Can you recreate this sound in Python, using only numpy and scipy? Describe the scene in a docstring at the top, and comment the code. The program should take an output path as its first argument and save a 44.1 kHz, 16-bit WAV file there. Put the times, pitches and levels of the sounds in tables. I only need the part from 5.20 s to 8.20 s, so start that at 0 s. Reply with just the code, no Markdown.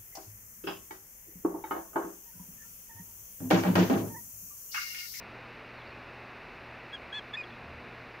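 """A steady outdoor hiss, a soft low rumble, mains hum and a faint treble fizz come first and last throughout.
A small songbird soon twitters far off, in tiny pure glides, and again near the end.
Then an osprey on its nest gives three quick chirps, built from gliding harmonics coloured by its throat.
The second chirp turns hoarse, with partials between its harmonics; the third cracks up into
a thin squeal and drops back."""
import sys
import numpy as np
from scipy import signal
from scipy.fft import rfft, irfft, next_fast_len
from scipy.io import wavfile
from scipy.ndimage import map_coordinates

SR = 44100
rng = np.random.default_rng(int(sys.argv[2]) if len(sys.argv) > 2 else 0)


def master(y):
    """Save y as 16-bit WAV."""
    cut = np.clip(np.atleast_2d(y).T, -1, 1)
    pcm = np.round(cut * 32767)  # scale
    wavfile.write(sys.argv[1], SR, pcm.astype(np.int16))


N = 132300  # length in samples: 3 s

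HISS_DB = -47.4
MAINS_HZ, HUM_WAVER_DB = 120, 2.5  # lowest tone of the hum, and how much its level wanders
FIZZ_DB, FIZZ_ALIKE = -77, .05  # level, and the share of power common to left and right (0-1)
TWITTER_WET_DB, VOICE_WET_DB = -3, -29  # level of the scattered sound
ECHO_T60_S = 0.14  # time for the scattered sound to fade by 60 dB
JITTER, SHIMMER_DB, FLUTTER_PER_S = .002, 0.5, 330  # pitch wobble (fraction), level wobble, their rate
EDGE_S = 0.0014  # fade added at both ends of a call
FULL_VOICE_DB, DULLING = -40, .6  # below this level the upper partials lose extra dB per dB
LOWEST_HALF_DB = -9.5  # the split is weakest between the first two harmonics
THIRD_HARMONIC_DB = -7.5  # the lower register is hollow there
TOP_HZ = 15720


def amp(db):
    """Turn decibels into a gain."""
    return 10 ** (np.asarray(db) / 20)


def unit(x):
    """Scale a sound to an average (rms) level of 1."""
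    return x / np.sqrt(np.mean(x ** 2) + 1e-20)


def clock():
    """Give the time of each sample in seconds."""
    return np.arange(N) / SR


def curves(rows):
    """Draw straight lines through each column after the time, one value per sample."""
    times, *columns = np.transpose(rows)
    return [np.interp(clock(), times, column) for column in columns]


def wobble(rate, knots=N // 16, t=None):
    """Draw a smooth random curve through `rate` random points a second."""
    t = clock() if t is None else t
    return map_coordinates(rng.standard_normal(knots), [t * rate], mode="wrap")


def filtered(x, response):
    """Multiply each frequency of a sound by a gain."""
    size = next_fast_len(N + SR // 2)  # spare room so that the end does not wrap to the start
    spectrum = rfft(x, size) * response(np.fft.rfftfreq(size, 1 / SR))
    return irfft(spectrum, size)[..., :N]


def along(points, hz):
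    """Read the dB at any frequency from (Hz, dB) points, on a logarithmic pitch axis."""
    f, db = np.transpose(points)
    return np.interp(np.log(hz + 1), np.log(f), db)


def noise(spectrum):
    """Colour random noise by (Hz, dB) points and scale it to rms 1."""
    white = rng.standard_normal(N)
    return unit(filtered(white, lambda hz: amp(along(spectrum, hz))))


def air():
    """Steady hiss, and a low rumble that swells after the calls: both are coloured random noise."""
    # colour of the outdoor hiss: (frequency [Hz], relative level [dB per Hz])
    hiss_colour = [(20, -33), (120, -8.5), (260, -1), (550, 0), (1000, -1.3), (2050, -2.5), (2600, -2),
                   (2760, -6), (2900, -9.5), (3020, -12), (3150, -18), (3500, -15.5), (4050, -15.5),
                   (5000, -22.5), (6000, -29.5), (7400, -42.5), (10000, -65), (16000, -86)]
    # colour of the rumble: (frequency [Hz], relative level [dB per Hz])
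    rumble_colour = [(15, -11), (35, 2), (60, 1.5), (80, 7), (100, -3), (170, -1), (260, -6), (600, -51),
                     (2000, -100)]
    # loudness of the rumble: (time [s], level [dB])
    rumble_level = [(0, -58.5), (.72, -61.5), (.83, -58), (1.15, -62), (1.45, -58), (1.72, -62), (2.3, -61),
                    (2.48, -50.5), (2.65, -55), (2.82, -60), (3, -62)]
    rumble_db, = curves(rumble_level)
    hiss = amp(HISS_DB) * noise(hiss_colour)
    rumble = amp(rumble_db) * noise(rumble_colour)
    return hiss + rumble


def hum():
    """Mains hum: three steady tones at multiples of the lowest, each wavering a little in level."""
    # loudness of the tones at 1, 2 and 3 times the lowest: level [dB]
    tone_levels = [-60.5, -64.5, -68]
    total = np.zeros(N)
    for k, db in enumerate(tone_levels, 1):
        level = amp(db + HUM_WAVER_DB * wobble(5.02))
        turns = k * MAINS_HZ * clock() + rng.random()
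        total += np.sqrt(2) * level * np.sin(2 * np.pi * turns)
    return total


def fizz():
    """Faint electronic treble noise, mostly unrelated in the two channels."""
    # colour of the fizz: (frequency [Hz], relative level [dB per Hz])
    fizz_colour = [(3000, -41), (4700, -18.5), (6000, -1), (8500, 1.5), (15500, 0)]
    shared = np.sqrt(FIZZ_ALIKE) * noise(fizz_colour)
    separate = np.sqrt(1 - FIZZ_ALIKE) * np.array([noise(fizz_colour), noise(fizz_colour)])
    return amp(FIZZ_DB) * (shared + separate)


def outdoors(x, wet_db):
    """Add a short, fading scatter from the ground and trees."""
    t = np.arange(SR // 2) / SR
    tail = rng.standard_normal(len(t)) * np.exp(-np.log(1000) * t / ECHO_T60_S)
    scattered = signal.fftconvolve(x, tail / np.linalg.norm(tail))[:N]
    return x + amp(wet_db) * scattered


def songbird():
    """Tiny far-off notes: each is one pure tone that glides in pitch while it swells and fades."""
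    # the notes: (start [s], length [s], start pitch [Hz], end pitch [Hz], level [dB])
    notes = [(0.55, 0.011, 3680, 4100, -63), (.568, 0.021, 4480, 3930, -63),
             (0.586, 0.016, 3960, 4000, -64), (.601, 0.014, 3300, 3720, -64),
             (0.613, 0.012, 3570, 3070, -58), (.670, 0.0091, 4150, 5000, -58),
             (0.703, 0.012, 4320, 4300, -61), (2.254, 0.01, 4900, 4770, -66),
             (2.27, .019, 4390, 3790, -57.5), (2.298, 0.0184, 3040, 3900, -59),
             (2.321, 0.015, 3650, 3130, -60)]
    song = np.zeros(N)
    for start, length, from_hz, to_hz, db in notes:
        progress = np.clip((clock() - start) / length, 0, 1)
        pitch = from_hz + (to_hz - from_hz) * progress
        phase = 2 * np.pi * np.cumsum(pitch) / SR
        song += np.sqrt(2) * amp(db) * np.sin(np.pi * progress) * np.sin(phase)
    return outdoors(song, TWITTER_WET_DB)


def call(rows, third_db=0, count=6):
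    """A gliding tone of the syrinx (voice organ); hoarseness doubles its period, adding half-way partials."""
    # colour that throat and beak give to every partial: (frequency [Hz], gain [dB])
    throat = [(1550, -12), (1700, -5.5), (1900, 2), (2500, -0.5), (3100, -4), (3330, -1.5), (3480, 1),
              (3750, -10.5), (4300, -16), (4750, -18.5), (5100, -26.5), (6000, -29), (6700, -33.5),
              (7500, -36.5), (8400, -37.5), (9300, -49), (12000, -66)]
    pitch, level_db, hoarse = curves(rows)
    t = clock()
    inside = np.minimum(t - rows[0][0], rows[-1][0] - t)  # seconds from the nearer end
    gate = np.clip(inside / EDGE_S + 1, 0, 1)
    on = gate > 0
    shaky_pitch = pitch * (1 + JITTER * wobble(FLUTTER_PER_S))
    phase = 2 * np.pi * np.cumsum(shaky_pitch[on]) / SR
    soft_db = DULLING * np.minimum(level_db[on] - FULL_VOICE_DB, 0)

    def partial(k):
        """One sine at k times the pitch, with its own shimmer; soft moments dull the upper ones."""
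        shimmer_db = SHIMMER_DB * wobble(FLUTTER_PER_S, N // 64, t[on])
        gain_db = along(throat, k * pitch[on]) + shimmer_db + soft_db * (k > count / 2)
        return amp(gain_db) * np.sin(k * phase)

    clear = sum(partial(k) * amp(third_db * (k == 3)) for k in range(1, count + 1))
    split = sum(partial(k + .5) * amp(LOWEST_HALF_DB * (k == 1)) for k in range(1, count))
    tone = np.zeros(N)
    tone[on] = clear + np.clip(hoarse[on], 0, 1) * split
    return np.sqrt(2) * gate * amp(level_db) * tone


def osprey():
    """Three chirps in the lower register, and the high squeal that the third one cracks into."""
    # one curve per chirp, then the short drop back after the squeal:
    # (time [s], pitch [Hz], level [dB], hoarseness [0-1])
    chirp_curves = [
        [(1.724, 1605, -60, 0), (1.732, 1657, -41, 0), (1.742, 1672, -39, 0), (1.753, 1648, -38, 0),
         (1.761, 1586, -46, 0), (1.768, 1540, -51, 0)],
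        [(1.924, 1660, -53, 0), (1.930, 1645, -35, 0), (1.937, 1638, -41.5, .1), (1.945, 1694, -39, 0.9),
         (1.973, 1731, -40.5, 1), (1.987, 1694, -39.5, .8), (1.995, 1634, -38.5, 0.5), (2.003, 1530, -57, .2)],
        [(2.131, 1725, -61, 0.08), (2.139, 1730, -36, 0.2), (2.147, 1693, -37, .15), (2.153, 1770, -40, 0.16),
         (2.159, 1865, -42, 0.4), (2.165, 1900, -57, 0.4)],
        [(2.232, 1790, -82, .2), (2.237, 1690, -50, .2), (2.241, 1680, -43, .2), (2.248, 1570, -58, .2)],
    ]
    # the voice in its upper register: (time [s], pitch [Hz], level [dB], hoarseness [0-1])
    squeal_curve = [(2.165, 2420, -61, 0), (2.175, 2493, -35, .1), (2.187, 2524, -37.5, 0.34),
                    (2.200, 2467, -39, 0.3), (2.215, 2422, -37.5, 0.17), (2.227, 2470, -61, 0)]
    chirps = sum(call(rows, third_db=THIRD_HARMONIC_DB) for rows in chirp_curves)
    squeal = call(squeal_curve)
    return outdoors(chirps + squeal, VOICE_WET_DB)


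def scene():
    """Add up all the sounds; all but the fizz are the same in both channels."""
    return air() + hum() + fizz() + songbird() + osprey()


def record(dry):
    """Keep nothing at or above the band limit."""
    return filtered(dry, lambda hz: hz < TOP_HZ)


dry = scene()
out = record(dry)
master(out)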